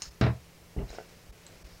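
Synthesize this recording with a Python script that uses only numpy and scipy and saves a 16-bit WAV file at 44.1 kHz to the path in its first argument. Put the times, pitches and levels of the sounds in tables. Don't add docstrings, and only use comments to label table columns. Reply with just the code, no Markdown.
import sys
import numpy as np
from scipy import signal
from scipy.fft import rfft, irfft
from scipy.io import wavfile
from scipy.ndimage import uniform_filter1d

SR = 44100
rng = np.random.default_rng(int(sys.argv[2]) if len(sys.argv) > 2 else 0)


def unload_wav(signal):
    wavfile.write(
        sys.argv[1],
        SR,
        np.round(np.clip(np.atleast_2d(signal).T, -1, 1) * 32767).astype(np.int16),
    )


N = 79380
CLOCK = np.arange(N) / SR
RING_SIZE = SR // 2
RING_T = np.arange(RING_SIZE) / SR


def amp(db):
    return 10 ** (np.asarray(db) / 20)


def unit(x):
    return x / np.sqrt(np.mean(x ** 2) + 1e-20)


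def read(points, hz):
    f, value = np.transpose(points)
    return np.interp(np.log(hz + 1), np.log(f), value)


def add(mix, start_s, sound):
    part = mix[round(start_s * SR):][:len(sound)]
    part += sound[:len(part)]


def noise(colour, size):
    hz = np.fft.rfftfreq(size, 1 / SR)
    phases = np.exp(2j * np.pi * rng.random(len(hz)))
    return unit(irfft(phases * amp(read(colour, hz)), size))


def narrow(centre_hz, width, size):
    hz = np.geomspace(20, SR / 2, 1000)
    level_db = -20 * np.log10(1 + (np.log(hz / centre_hz) / width) ** 2)
    return noise(np.c_[hz, level_db], size)


def fade(t60):
    return np.exp(-np.log(1000) * RING_T / t60)


def dying(x, ring):
    hz, spectrum = np.fft.rfftfreq(len(x), 1 / SR), rfft(x)
    centres, t60s = np.transpose(ring)
    out = np.zeros(len(x))
    for weights, t60 in zip(np.eye(len(ring)), t60s):
        band = irfft(spectrum * read(np.c_[centres, weights], hz), len(x))
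        out += band * fade(t60)
    return out


def mode(hz, db, t60):
    return amp(db) * fade(t60) * np.sin(2 * np.pi * hz * RING_T)


def stroke(middle_s, spread_s, db):
    return amp(db) * np.exp(-.5 * ((CLOCK - middle_s) / spread_s) ** 2)


# (frequency [Hz], relative level [dB per Hz])
AIR_COLOUR = [(25, 2.5), (50, 4), (110, 3), (260, -7.5), (430, -3.5), (580, -5.5), (800, -10.5),
              (1500, -13.5), (2300, -12), (3500, -17), (5500, -16), (9000, -21.5), (15800, -24)]
# (frequency [Hz], peak level [dB])
HUM_TONES = [(99, -66.5), (170, -61)]
AIR_DB = -55.5


def background():
    hum = sum(amp(db) * np.sin(2 * np.pi * (hz * CLOCK + rng.random())) for hz, db in HUM_TONES)
    return amp(AIR_DB) * noise(AIR_COLOUR, N) + hum


RUSTLE_GRAIN_DB = 2


def rubbing(strokes, colour):
    swing = unit(uniform_filter1d(rng.standard_normal(N), size=60))
    grains = amp(RUSTLE_GRAIN_DB * swing)
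    return sum(stroke(*row) for row in strokes) * unit(grains * noise(colour, N))


# (middle [s], spread [s], level [dB])
GLOVE_SLIDES = [(0.046, 0.032, -50), (0.900, .016, -63), (0.942, 0.018, -64), (1.02, 0.17, -65),
                (1.70, .11, -61.5)]
# (frequency [Hz], relative level [dB per Hz])
RUSTLE_COLOUR = [(300, -14), (1500, 3.5), (3200, -9.5), (4100, 3.5), (5400, 7.5), (7000, -6.5),
                 (9500, -18.5), (16000, -13)]


def slides():
    return rubbing(GLOVE_SLIDES, RUSTLE_COLOUR)


# (time [s], level [dB], ring [Hz], ring level against the crack [dB])
GLOVE_SNAPS = [(0.02, -29.5, 6200, -8), (0.0211, -33, 5260, 2.5), (0.024, -36.5, 6300, -6),
               (0.9040, -45.5, 4020, 4), (0.9300, -50.5, 6680, 1.5), (0.9490, -51, 5160, 1.5),
               (1.4659, -45, 7630, 1.5)]
# (frequency [Hz], relative level [dB per Hz])
SNAP_COLOUR = [(200, -18), (800, 1), (1500, -1), (2900, 7.5), (3300, -23), (4100, 13), (5300, -18),
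               (6800, 13.5), (7600, -1.5), (9000, 3.5), (11000, -48), (16000, -38)]
SNAP_T60_S, SNAP_TOP_HZ = 0.011, 8900
SNAP_WIDTH = 0.02


def snaps():
    out = np.zeros(N)
    for start_s, db, ring_hz, ring_db in GLOVE_SNAPS:
        crack = noise(SNAP_COLOUR, RING_SIZE)
        ring = amp(ring_db) * narrow(ring_hz, SNAP_WIDTH, RING_SIZE)
        add(out, start_s, amp(db) * (crack + ring) * fade(SNAP_T60_S))
    return signal.lfilter(*signal.butter(4, SNAP_TOP_HZ, fs=SR), out)


# (time [s], level [dB], frequency [Hz])
BENCH_THUDS = [(0.074, -43, 57), (0.396, -56, 77), (0.77, -26.5, 52.8), (0.825, -31, 46.5),
               (0.898, -39, 46), (1.290, -42, 47), (1.637, -41.5, 51), (1.721, -49, 46.5)]
THUD_RISE_S = 0.011


def thuds():
    out = np.zeros(N)
    u = RING_T / THUD_RISE_S
    swell = u * np.exp(1 - u)
    for start_s, db, hz in BENCH_THUDS:
        add(out, start_s, amp(db) * swell * np.sin(2 * np.pi * hz * RING_T))
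    return out


# (time [s], level [dB], hardness as low-pass corner [Hz], weight on the low modes [dB])
SOAP_KNOCKS = [(0.2118, -23, 6400, 7.5), (0.2148, -28.5, 7000, 9), (0.2233, -39, 3500, 11.5),
               (0.2300, -26.5, 1800, 4.5), (0.2387, -28.5, 4900, -27), (0.2443, -29, 700, -11),
               (0.2478, -34.5, 4000, -25), (0.2636, -29, 2640, 9), (0.2666, -30.5, 3060, 7),
               (0.2775, -41, 2400, -15), (0.2902, -32.5, 910, 4), (0.7636, -30.5, 394, -3),
               (0.7772, -29.5, 370, -25), (0.7877, -27, 377, -11), (0.7922, -33.5, 420, -7),
               (0.8057, -37.5, 610, -4), (0.8150, -35, 660, -6.5)]
# (frequency [Hz], relative level [dB], t60 [s])
FRAME_MODES = [(77, -2.5, 0.25), (117.2, 4, 0.18), (133.8, 7, 0.23), (163, -6, 0.2), (194.4, 6.5, 0.11),
               (290, -38, 0.12), (399, -1.5, 0.14), (449, -11, 0.14), (606.7, -15, .2), (646.8, -9.5, 0.33),
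               (1078.4, -13, 0.15), (1583, -26.5, 0.28), (2031, -29, .22), (2850, -27, 0.11)]
# (frequency [Hz], relative level [dB per Hz])
WOOD_COLOUR = [(130, -5), (230, 4.5), (320, 3.5), (430, 3.5), (530, -0.5), (660, 3.5), (820, 0),
               (1200, -0.5), (2700, -5.5), (3250, -13.5), (3900, -4), (4500, -16), (5300, -11.5),
               (6200, -21), (9500, -35), (16000, -47)]
# (frequency [Hz], t60 [s])
WOOD_DECAY = [(100, 0.11), (500, 0.19), (2000, 0.16), (4500, 0.14), (9000, 0.13)]
# (frequency [Hz], relative level [dB per Hz])
CRACK_COLOUR = [(200, 10), (430, 9.5), (600, 3), (1200, -2), (3200, 2), (4200, 0.5), (5500, 1), (6400, -10),
                (9500, -31), (16000, -44)]
LOW_MODES_HZ, BASS_CUT_HZ = 260, 66
MODES_DB, GRAIN_DB, CRACK_DB, CRACK_T60_S = -4.5, -4.5, -1, 0.011
SHARED_GRAIN = 0.32


def knocks():
    out = np.zeros(N)
    shared_wood = np.sqrt(SHARED_GRAIN) * noise(WOOD_COLOUR, RING_SIZE)
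    for start_s, db, hard_hz, weight_db in SOAP_KNOCKS:
        frame = np.zeros(RING_SIZE)
        for k, (hz, level_db, t60) in enumerate(FRAME_MODES):
            sign = (-1) ** k
            frame += sign * mode(hz, level_db + weight_db * (hz < LOW_MODES_HZ), t60)
        own_wood = np.sqrt(1 - SHARED_GRAIN) * noise(WOOD_COLOUR, RING_SIZE)
        grain = dying(shared_wood + own_wood, WOOD_DECAY)
        crack = noise(CRACK_COLOUR, RING_SIZE) * fade(CRACK_T60_S)
        contact = amp(MODES_DB) * frame + amp(GRAIN_DB) * grain + amp(CRACK_DB) * crack
        soften = signal.butter(2, hard_hz, fs=SR)
        add(out, start_s, amp(db) * signal.lfilter(*soften, contact))
    return signal.lfilter(*signal.butter(2, BASS_CUT_HZ, "high", fs=SR), out)


# (middle [s], spread [s], level [dB], frequency [Hz])
GLOVE_SQUEAKS = [(0.791, 0.003, -52, 2020), (0.798, 0.014, -57, 2800), (0.894, 0.0053, -54.5, 3990),
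                 (0.942, 0.0045, -59, 8300), (0.952, 0.011, -61, 5200)]
SQUEAK_WIDTH = 0.06


def squeaks():
    out = np.zeros(N)
    for middle_s, spread_s, db, hz in GLOVE_SQUEAKS:
        out += stroke(middle_s, spread_s, db) * narrow(hz, SQUEAK_WIDTH, N)
    return out


# (middle [s], spread [s], level [dB])
ARM_SWISHES = [(0.95, 0.049, -53), (1.12, 0.08, -61.5), (1.50, .09, -58), (1.68, 0.037, -62.5)]
# (frequency [Hz], relative level [dB per Hz])
SWISH_COLOUR = [(80, 5), (500, 12.5), (900, 1), (2300, 5.5), (3500, -1), (7000, -5), (16000, -46)]


def swishes():
    return rubbing(ARM_SWISHES, SWISH_COLOUR)


# (time [s], level [dB])
FINGER_TAPS = [(0.9040, -42.5), (0.9295, -39), (0.9485, -40), (0.9848, -29.5), (0.9902, -40), (1.0012, -38),
               (1.0105, -44.5)]
# (frequency [Hz], relative level [dB], t60 [s])
TAP_RING = [(464, -4.5, 0.044), (580, 5, 0.014), (660, -0.5, 0.025), (776, -17.5, 0.026),
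            (1437, -2.5, 0.016), (1970, -12.5, .022), (2790, -19, .02)]
TAP_RISE_S = 0.00096


def taps():
    out = np.zeros(N)
    onset = 1 - np.exp(-RING_T / TAP_RISE_S)
    ring = onset * sum(mode(*row) for row in TAP_RING)
    for start_s, db in FINGER_TAPS:
        add(out, start_s, amp(db) * ring)
    return out


# (frequency [Hz], t60 [s])
ROOM_DECAY = [(100, 0.29), (1000, 0.17), (5000, 0.3), (12000, 0.088)]


def room(x):
    sparse = rng.random(RING_SIZE) < .1
    late = RING_T > .003
    tail = dying(rng.standard_normal(RING_SIZE) * sparse * late, ROOM_DECAY)
    return signal.fftconvolve(x, tail / np.linalg.norm(tail))[:N]


KNOCK_ROOM_DB, TAP_ROOM_DB, GLOVE_ROOM_DB = -17, -9.5, -7


def scene():
    glove = snaps() + squeaks()
    knock = knocks()
    tap = taps()
    send = amp(KNOCK_ROOM_DB) * knock + amp(TAP_ROOM_DB) * tap + amp(GLOVE_ROOM_DB) * glove
    contacts = knock + tap + glove + room(send)
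    movements = slides() + thuds() + swishes()
    return (background() + contacts + movements)[None]


# (middle [s], half length [s], share lost [0-1])
TREBLE_DIPS = [(0.102, 0.0072, 0.47), (1.317, 0.0073, 0.75), (1.637, 0.0076, 0.75), (1.682, 0.0059, 0.36)]
DIP_ABOVE_HZ, EDGE_HZ = 750, 15900


def record(dry):
    low_pass = signal.butter(2, DIP_ABOVE_HZ, fs=SR, output="sos")
    treble = dry - signal.sosfiltfilt(low_pass, dry)
    lost = sum(share * np.exp(-((CLOCK - s) / half) ** 4) for s, half, share in TREBLE_DIPS)
    band_limit = signal.firwin(511, EDGE_HZ, window=("kaiser", 9), fs=SR)
    return signal.oaconvolve(dry - lost * treble, band_limit[None], "same")


dry = scene()
out = record(dry)
unload_wav(out)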